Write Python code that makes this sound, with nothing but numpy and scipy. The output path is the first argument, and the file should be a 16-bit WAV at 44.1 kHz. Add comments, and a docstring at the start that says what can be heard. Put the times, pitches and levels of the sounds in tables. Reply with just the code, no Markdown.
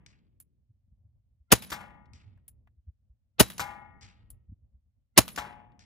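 """First the boom of an earlier shot dies away under an open shelter, sheet steel still rings and a far target is hit.
Then a self-loading air rifle fires three shots from a wooden bench, a metre from the phone: filtered noise hisses,
damped modes thump, a sinking sine is the pellet's whistle and bright noise bursts are the action's clicks.
Sheet steel nearby crashes as noise and rings as modes; the far target comes back late, as noise with an echo.
Behind it all low noise and short sine buffets are the light wind on the two microphone ports."""
import sys
import numpy as np
from scipy import signal
from scipy.fft import rfft, irfft
from scipy.io import wavfile
from scipy.ndimage import uniform_filter1d

SR = 44100
rng = np.random.default_rng(int(sys.argv[2]) if len(sys.argv) > 2 else 0)


def generate_wav(sig):
    """Save sig (samples, or channels by samples) to the path in sys.argv[1] as 16-bit PCM at SR."""
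    pcm = np.round(np.clip(np.atleast_2d(sig).T, -1, 1) * 32767).astype(np.int16)
    wavfile.write(sys.argv[1], SR, pcm)


N = 257984  # length [samples]
LEAD = 2048  # samples before the onset in every single sound


# Shots on the bench, a metre away:
# (time [s], blast level [dB], delay of the muzzle thump [s], thump level [dB])
SHOTS = [(1.5185, -13, .0115, -9), (3.3972, -13, .0128, -8), (5.1765, -13, .0115, -10)]


def shot(blast_db, delay_s, thump_db, size=65536):
    """Air and hammer noise reach the ports partly unlike; thump, barrel and whistle are in the shared row only."""
    t = (np.arange(size) - LEAD) / SR
    noises = hammer(t) + blast(t, blast_db) + shelter_boom(size, .022)
    tones = thump(size, delay_s, thump_db) + barrel(size) + whistle(t)
    return noises + np.array([[1], [0]]) * tones


# Colour of the escaping air: (frequency [Hz], relative level [dB per Hz])
BLAST_COLOUR = [(180, -31), (300, -7), (1610, -11), (2930, -11), (3290, -12.5), (7440, -13.5), (8360, -9),
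                (9710, -9), (12300, -16.5), (14500, -11.5), (16000, -18.5)]


def blast(t, level_db):
    """Air escapes as noise in ragged puffs; as it slows its treble fades away."""
    dull_hz, dull_s = 6000, .05
    size = len(t)
    air = irfft(noise(BLAST_COLOUR, size), size) * undb(level_db) * blast_shape(t)
    dull = signal.lfilter(*signal.butter(1, dull_hz, fs=SR), air)
    air = dull + (air - dull) * np.exp(-np.maximum(t, 0) / dull_s)
    return air * undb(1.9 * walk(size, 250))


def blast_shape(t):
    """Gain of the escaping air: it rushes out, holds, drops fast, then slower, leaks on and shuts off."""
    rise_db_s, peak_s, peak_db = 11000, .00073, 5.5
    sag_db_s, hold_s, drop_db_s = 349, .014, 1200
    slow_db, slow_db_s = -2.5, 517
    leak_db, shut_s, shut_db_s = -44, .2, 280

    def after(s):
        return np.maximum(t - s, 0)

    burst = undb(peak_db - sag_db_s * after(peak_s) - drop_db_s * after(hold_s))
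    slow = undb(slow_db - slow_db_s * after(peak_s)) * (t > hold_s)
    leak = undb(leak_db - shut_db_s * after(shut_s))
    return np.maximum(burst, slow + leak) * undb(-rise_db_s * np.maximum(peak_s - t, 0))


# Modes of the muzzle thump: (frequency [Hz], relative level [dB], t60 [s])
THUMP_MODES = [(244, -9, 0.025), (295, 0.5, 0.029), (432, -6, 0.035), (474, -8, 0.053), (649, -1, 0.033),
               (822, -5, 0.025), (980, -11, 0.03)]
# Modes of the wooden bench: (frequency [Hz], relative level [dB], t60 [s])
BENCH_MODES = [(65, -33, 0.17), (116, -18.5, 0.1), (136, -29, .09)]


def thump(size, delay_s, level_db):
    """Three short blows excite the muzzle modes; a softer one, the kick, excites the bench."""
    blows = push(size, delay_s, .0002)
    blows += .55 * push(size, delay_s - .0052, .0002)
    blows += .15 * push(size, .001, .0003)
    bench = ring(BENCH_MODES, push(size, delay_s + .003, .0018))
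    return bench - undb(level_db) * ring(THUMP_MODES, blows)


# Colour of the hammer's run-up: (frequency [Hz], relative level [dB per Hz])
HAMMER_COLOUR = [(100, -3), (400, -2.5), (1500, -9), (4000, -9.5), (8000, -39.5)]


def hammer(t):
    """The hammer runs up as noise swelling steeply for 14 ms to the shot, and dies as steeply."""
    size = len(t)
    return irfft(noise(HAMMER_COLOUR, size), size) * undb(-28 - 2000 * np.abs(t)) * (t > -.014)


# Modes of the barrel: (frequency [Hz], relative level [dB], t60 [s])
BARREL_MODES = [(3880, -51.5, 0.36), (4050, -51, .22), (3990, -48.5, .12), (6900, -40, 0.06)]


def barrel(size):
    """The bolt chatters against the barrel for a few ms, so its modes ring roughly."""
    chatter = 30 * rng.standard_normal(size) * push(size, .027, .005)
    return ring(BARREL_MODES, chatter) * undb(4 * walk(size, 300))


def whistle(t):
    """The pellet's unsteady whistle sinks by a share per second as it slows and fades ever faster."""
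    start_hz, slowing_per_s = 11750, .306
    level_db, fade_db_s2, from_s = -51.5, 275, .03
    size = len(t)
    hz = start_hz * np.exp(-slowing_per_s * t)
    wobble_hz = 700 * uniform_filter1d(rng.standard_normal(size), size=200)
    tone = np.sin(2 * np.pi * np.cumsum(hz + wobble_hz) / SR)
    tone *= undb(level_db - fade_db_s2 * t ** 2) * (t > from_s)
    return tone * undb(4 * walk(size, 350))


# Boom of the open shelter: (frequency [Hz], relative level [dB per Hz], t60 [s])
SHELTER_BANDS = [(50, -5.5, 5.8), (118, -5.5, 3.5), (194, 3.5, 1.6), (400, -19, 3.1), (900, -25, .6),
                 (2000, -35.5, .4)]


def shelter_boom(size, rise_s):
    """The shelter answers a shot with noise whose bands die at their own rates."""
    return undb(-48.5) * fading(SHELTER_BANDS, size, rise_s)


# The action opens and closes, a metre away:
# (time after the shot [s], level [dB], knock re snap [dB], knock pitch [Hz], t60 [s])
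ACTION = [(.103, -40.5, 8, 2720, 0.096), (.1836, -43, 9.5, 5140, 0.089)]
# Trigger resets: (time [s], level [dB])
RESETS = [(.401, -40), (2.480, -38), (4.303, -39)]
# Sound of every reset: (knock re snap [dB], knock pitch [Hz], t60 [s])
RESET_SOUND = (-22, 2750, .047)
# Colour of the metal snap: (frequency [Hz], relative level [dB per Hz])
SNAP_COLOUR = [(2350, -25), (4000, -23.5), (6360, -24), (7440, -9.5), (8500, -11), (10100, 0.5),
               (12000, -7), (14700, -4), (16000, -22)]
# Colour of the knock: (multiple of the knock pitch [1], relative level [dB per Hz])
KNOCK_COLOUR = [(.1, -12), (.3, -9), (.6, -9), (.85, -8.5), (1.15, -6), (1.502, -11), (2.2, -15)]


def click(level_db, knock_db, knock_hz, t60, size=8192):
    """Metal parts meet: snap and knock noise share a quick decay and two weaker, slower ones."""
    t = (np.arange(size) - LEAD) / SR
    knock = noise([(knock_hz * multiple, db) for multiple, db in KNOCK_COLOUR], size)
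    body = irfft(noise(SNAP_COLOUR, size) + undb(knock_db) * knock, size)
    decay = undb(-60 * t / .0045) + undb(-8 - 60 * t / t60) + undb(-22 - 60 * t / .097)
    decay *= undb(3 * walk(size, 90))
    return undb(level_db) * body * decay * np.clip(t / .0008, 0, 1)


# Clangs of the sheet steel nearby; the first belongs to an earlier shot:
# (time [s], relative crash level [dB], relative ring level [dB], place of the blow [1], treble tilt at 10 kHz [dB])
CLANGS = [(-.355, -31.5, -52.5, 1, 21), (1.717, -35.5, -40.5, 0.75, 6), (3.594, -33, -31.5, 0.99, 8.5),
          (5.375, -34, -43.5, -1.36, 0.5)]
# Noise of the crash: (frequency [Hz], relative level [dB per Hz], t60 [s])
CRASH_BANDS = [(139, 4.5, 0.74), (374, -7, 0.94), (930, 3, 0.76), (1510, 3, 0.48), (2410, -3, 0.88),
               (3050, -3.5, 0.36), (4770, -8.5, 0.31), (7600, -13, 0.3), (10200, -23.5, 0.34),
               (12900, -15.5, 0.27), (17200, -40, 0.22)]
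# Modes of the sheet: (frequency [Hz], relative level [dB], t60 [s], place where a blow excites it best [1])
SHEET_MODES = [(576, -2, 0.74, -0.53), (670, -23.5, 1.54, 0.27), (720, -7.5, 1.18, -0.78),
               (734, -7, 0.58, -1.3), (809.5, -4.5, 0.96, 0.21), (840, 6.5, 1.005, -0.42),
               (960, -2, 0.68, -1), (923, -8, 1.4, -0.48), (990, -11.5, 0.97, 1), (1160, -7, 0.15, -1),
               (1195, -11, 1.12, 0.26), (1300, -24, 1.9, 0.17), (1160, -2, 0.081, 0.57),
               (1440, -9, 0.99, 0.062), (1473, 20.5, 0.055, -0.51), (1704, -23.5, 1.06, 1),
               (1715, -22, 1.2, 0.19), (1610, -23, 0.28, 0.61), (1873, -29, 0.21, -1.9),
               (1890, -16, 1.55, 0.24), (2142, -8.5, 0.36, 0.35), (2100, -20, 1.3, 0.081),
               (2164, -18.5, 1.33, 0.61), (2194, -23.5, 1.06, 1), (2150, -6.5, 0.51, -1.7),
               (2370, -4, 0.6, -0.32), (2830, -17, 0.64, -0.85), (3570, -5, 0.2, -0.06)]


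def clang(crash_db, ring_db, place, tilt_db, size=49152):
    """Sheet steel crashes, is knocked twice and rings; the place of the blow picks the modes."""
    colour = [(hz, db + tilt_db * np.clip(hz / 10000, 0, 1), t60) for hz, db, t60 in CRASH_BANDS]
    crash = fading(colour, size, .00033) * undb(1.3 * walk(size, 330))
    knocks = push(size, .0015, .0005) + push(size, .008, .0005)
    # a mode near 0 Hz, pushed by an imaginary blow, is a plain decay
    knock_decay = ring([(.015, 0, .11)], 1j * knocks)
    knocked = irfft(noise(colour, size), size) * knock_decay
    # a few ms of rattle drives the sheet, so the modes start out of step
    rattle = rng.standard_normal((2, size)) * np.sqrt(push(size, .0051, .0015))
    blow = .2 * rattle + push(size, .002, .00005)
    sheet = 0
    for hz, db, t60, best in SHEET_MODES:
        mode = ring([(hz, db - 9 * (place - best) ** 2, t60)], blow)
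        sheet = sheet + mode * undb(2 * walk(size, 1500))  # the sheet sways: each mode wavers alone
    t = (np.arange(size) - LEAD) / SR
    ring_gain = undb(ring_db - 19.6 * t ** 2)  # the frame damps the faint end harder
    return undb(crash_db) * (knocked + undb(-6.5) * crash) + ring_gain * sheet


# Hits on the far target; the first belongs to an earlier shot:
# (time [s], smack level [dB], relative swell level [dB], relative level of the hillside echo [dB])
TARGET_HITS = [(.063, -47, -65.5, -71.5), (2.134, -51, -60, -72), (4.011, -54, -53, -70),
               (5.793, -52.5, -60.5, -65)]
# Smack and swell, dulled by the air: (frequency [Hz], relative level [dB per Hz], t60 of the swell [s])
TARGET_BANDS = [(880, -17.5, 1), (1760, -6, 0.53), (2160, -2.5, 0.31), (2710, -9.5, 0.65), (3650, -9, 0.52),
                (5440, -3, 0.23), (7600, -13.5, 0.31), (10400, -29, 0.3), (13000, -54, .05)]
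# Echo off the hillside: (frequency [Hz], relative level [dB per Hz], t60 [s])
ECHO_BANDS = [(895, -34, 0.22), (1580, 0, .25), (2160, -1, 0.28), (2670, 2, 0.28), (4400, -40, 0.05),
              (9000, -28, 0.063), (12000, -50, .05)]


def target(smack_db, swell_db, echo_db, size=32768):
    """The far smack is short noise; scrub scatters it into a grainy swell, a hillside throws it back once."""
    echo_s = .066
    t = (np.arange(size) - LEAD) / SR
    smack = irfft(noise(TARGET_BANDS, size), size) * undb(smack_db - 60 * t / .02) * (t > 0)
    accent = 1 + undb(4 - 60 * np.abs(t) / .03)  # stresses the echo's onset
    echo = np.roll(fading(ECHO_BANDS, size, .001) * accent, int(echo_s * SR), axis=1)
    swell = fading(TARGET_BANDS, size, .012) * undb(2.5 * walk(size, 200))
    return smack + undb(swell_db) * swell + undb(echo_db) * echo


# Faint ticks from the side of the steel: (time [s], relative level [dB], centre frequency [Hz])
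TICKS = [(1.869, -69.5, 2980), (2.056, -71, 3420), (2.375, -66.5, 1350), (2.673, -62.5, 1570),
         (3.748, -65, 3020), (5.526, -60, 2900), (5.719, -70, 2486)]


def tick(level_db, hz, size=8192):
    """A faint dull tick: a short band of noise around one frequency, dying within some 40 ms."""
    bands = [(hz / 5, -20, .04), (hz / 2, -4, .04), (hz, 0, .045), (hz * 1.6, -5, .035), (hz * 3.2, -30, .03)]
    return undb(level_db) * fading(bands, size, .001)


# Buffets at the ports: (time [s], level [dB], frequency [Hz], sharper flap re buffet [dB])
BUFFETS = [(0.685, -53, 109, -19), (0.859, -57, 69, -5), (0.905, -51, 59.2, -5.5),
           (1.038, -52.5, 97.4, -18), (1.388, -50.5, 63.7, -37), (2.638, -53.5, 64.6, -27),
           (2.765, -50, 66, -19), (2.863, -37, 72.7, -20), (3.083, -47, 54.3, -35), (4.206, -54, 70.0, -22),
           (4.474, -40, 61, -5.5), (4.503, -40, 91.5, -5), (4.613, -50, 75.4, -39),
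           (4.725, -46.5, 54.7, -13)]
# Colour of the wind: (frequency [Hz], relative level [dB per Hz])
WIND_COLOUR = [(12, -48), (20, -19), (48, -2), (71, -4), (119, -6.5), (167, -28), (209, -20), (394, -45.5),
               (555, -39), (1200, -58.5), (1560, -89), (2640, -120)]
# Course of the wind before the random gusts: (time [s], level [dB])
WIND_LEVEL = [(0, -61), (.3, -78), (.6, -67.5), (1, -66), (1.4, -72), (2.2, -57.5), (2.7, -73),
              (3.3, -68.5), (4.1, -58.5), (4.6, -63), (4.9, -76), (5.85, -61)]


def wind():
    """Turbulence rumbles as gusting low noise, partly opposed at the ports, with buffets of a few cycles."""
    buffet_s = .043
    t = np.arange(N) / SR
    steps = np.repeat(rng.standard_normal(N // 2400 + 1), 2400)
    gust = uniform_filter1d(uniform_filter1d(steps, size=1600), size=1600)[:N]
    level_db = np.interp(t, *np.transpose(WIND_LEVEL)) + 5 * gust
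    shared, opposed = irfft(noise(WIND_COLOUR, N), N) * undb(level_db)
    out = shared + .45 * opposed * np.array([[1], [-1]])
    for (s, db, hz, flap_db), turn in zip(BUFFETS, rng.random((len(BUFFETS), 1))):
        progress = np.clip((t - s) / buffet_s, 0, 1)
        swell = np.sin(np.pi * progress) ** 2
        phase = 2 * np.pi * (hz * (t - s) + turn)
        flap = undb(flap_db) * swell ** 12 * np.sin(2.2 * phase)
        out += undb(db) * swell * (np.sin(phase) + flap)
    return out


def undb(db):
    """Amplitude gain of a level in dB."""
    return 10 ** (np.asarray(db) / 20)


def read(table, hz, axis=1):
    """A column of a spectrum table at the given frequencies, interpolated over log frequency."""
    t = np.array(table, float)
    return np.interp(np.log(np.maximum(hz, 1)), np.log(t[:, 0]), t[:, axis])


def noise(table, size):
    """Spectra of two unrelated noises of rms 1 in the colour of a table."""
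    gain = undb(read(table, np.fft.rfftfreq(size, 1 / SR)))
    return rfft(rng.standard_normal((2, size))) * gain / np.sqrt(np.mean(gain ** 2))


def fading(table, size, rise_s):
    """Noise that sets in at LEAD and dies in half-octave bands, after the t60 column."""
    t = (np.arange(size) - LEAD) / SR
    spectrum = noise(table, size)
    place = 2 * np.log2(np.maximum(np.fft.rfftfreq(size, 1 / SR), 30) / 30)  # half octaves above 30 Hz
    out = 0
    for k in range(19):
        band = irfft(spectrum * np.maximum(1 - abs(place - k), 0), size)
        t60 = max(read(table, 30 * 2 ** (k / 2), axis=2), .01)
        out = out + band * undb(-60 * np.maximum(t, 0) / t60)
    return out * np.clip(t / rise_s, 0, 1)


def ring(modes, drive):
    """Damped modes, each a one-pole complex resonator, driven by a blow."""
    out = 0
    for hz, db, t60 in modes:
        pole = np.exp(2j * np.pi * hz / SR - np.log(1000) / (t60 * SR))
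        out = out + undb(db) * signal.lfilter([1], [1, -pole], drive).imag
    return out


def push(size, at_s, contact_s):
    """A rounded (Gaussian) blow of unit area."""
    x = ((np.arange(size) - LEAD) / SR - at_s) / contact_s
    shape = np.exp(-x ** 2)
    return shape / shape.sum()


def walk(size, hold):
    """Random levels held for some samples and slewed; spread near 1."""
    steps = np.repeat(rng.standard_normal(size // int(hold) + 1), int(hold))
    return 1.2 * uniform_filter1d(steps, int(hold))[:size]


# What the two ports make of each direction, three tables each: (frequency [Hz], phase by which left leads [rad]),
# (frequency [Hz], left minus right [dB]), (frequency [Hz], likeness of the ports [1])
AT_GUN = ([(0, -1.5), (150, -1.4), (600, -1.2), (1030, -.6), (1380, 1.4), (2070, -1.2), (2800, .3),
          (6300, .8), (8610, -3.4), (11000, -7.6), (16000, -16.1)], [(60, 2.5), (110, 4.0), (200, -1.0),
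          (380, 0.0), (700, 0.5), (1290, -3.0), (2380, 1.0), (4400, 2.5), (8120, 0.0), (15000, 0.0)],
          [(100, .97), (600, .85), (2000, .6), (5500, .5), (8000, .95), (16000, .95)])
AT_STEEL = ([(0, 0), (1000, 1.2), (2070, -1.5), (2900, -3.1), (3800, -5.8), (5500, -5.8), (7500, -5.2),
            (8500, -6.3), (16000, -7.5)], [(60, 0.0), (110, 0.0), (200, -1.0), (380, 1.5), (700, 8.0),
            (1290, 6.0), (2380, 2.5), (4400, 0.0), (8120, 0.0), (15000, 0.0)], [(100, .95), (1500, .92),
            (2600, .6), (4000, .9), (9000, .95), (16000, .8)])
AT_TARGET = ([(0, 0), (1400, 2.5), (3300, -1), (5340, -6), (7400, -11.5), (9500, -17), (16000, -32)],
             [(300, 0), (900, 5), (2400, -1), (4000, 4), (6000, 10), (8000, -6), (10000, 0)], [(100, .9),
             (1200, .5), (3000, .8), (10000, .9)])


def add(out, pair, s, ports):
    """Lays a sound on both ports; the second row is what the ports do not share."""
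    phase, balance, likeness = ports
    size = pair.shape[1]
    hz = np.fft.rfftfreq(size, 1 / SR)
    turn = undb(read(balance, hz) / 2) * np.exp(.5j * np.interp(hz, *np.transpose(phase)))
    alike = np.clip(read(likeness, hz), 0, 1)
    shared, unshared = rfft(pair)
    same = np.sqrt((1 + alike) / 2) * shared
    other = np.sqrt((1 - alike) / 2) * unshared
    both = irfft(np.array([(same + other) * turn, (same - other) / turn]), size)
    at = np.arange(size)
    both *= np.clip(np.minimum(2 * at / LEAD, 4 - 4 * at / size), 0, 1)  # soft ends
    start = int(s * SR) - LEAD
    stop = min(start + size, N)
    out[:, max(start, 0):stop] += both[:, max(-start, 0):stop - start]


def scene():
    """Wind and the boom of an earlier shot, then every table of events from its own direction."""
    out = wind()
    add(out, shelter_boom(65536, .03), -.55, AT_GUN)
    clicks = [(s + after_s, *sound) for s, *_ in SHOTS for after_s, *sound in ACTION]
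    clicks += [(*reset, *RESET_SOUND) for reset in RESETS]
    layers = ((SHOTS, shot, AT_GUN), (clicks, click, AT_GUN), (CLANGS, clang, AT_STEEL),
              (TARGET_HITS, target, AT_TARGET), (TICKS, tick, AT_STEEL))
    for table, source, ports in layers:
        for s, *controls in table:
            add(out, source(*controls), s, ports)
    return out


# Colour of the phone's hiss: (frequency [Hz], relative level [dB per Hz])
HISS_COLOUR = [(300, -2), (1000, -7.5), (3000, -11.5), (8000, -18.5), (20000, -23)]


def record(dry):
    """The phone cuts deep bass, clips the peaks and cuts the top; a faint hiss lies under all."""
    bass_hz, top_hz, hiss_db = 52, 16200, -100
    bass_cut = signal.butter(3, bass_hz, "high", fs=SR, output="sos")
    clipped = np.clip(signal.sosfilt(bass_cut, dry), -.95, .95)
    top_cut = signal.ellip(10, .2, 70, top_hz, fs=SR, output="sos")
    hiss = undb(hiss_db) * irfft(noise(HISS_COLOUR, N), N)
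    return signal.sosfilt(top_cut, clipped) + hiss


dry = scene()
out = record(dry)
generate_wav(out)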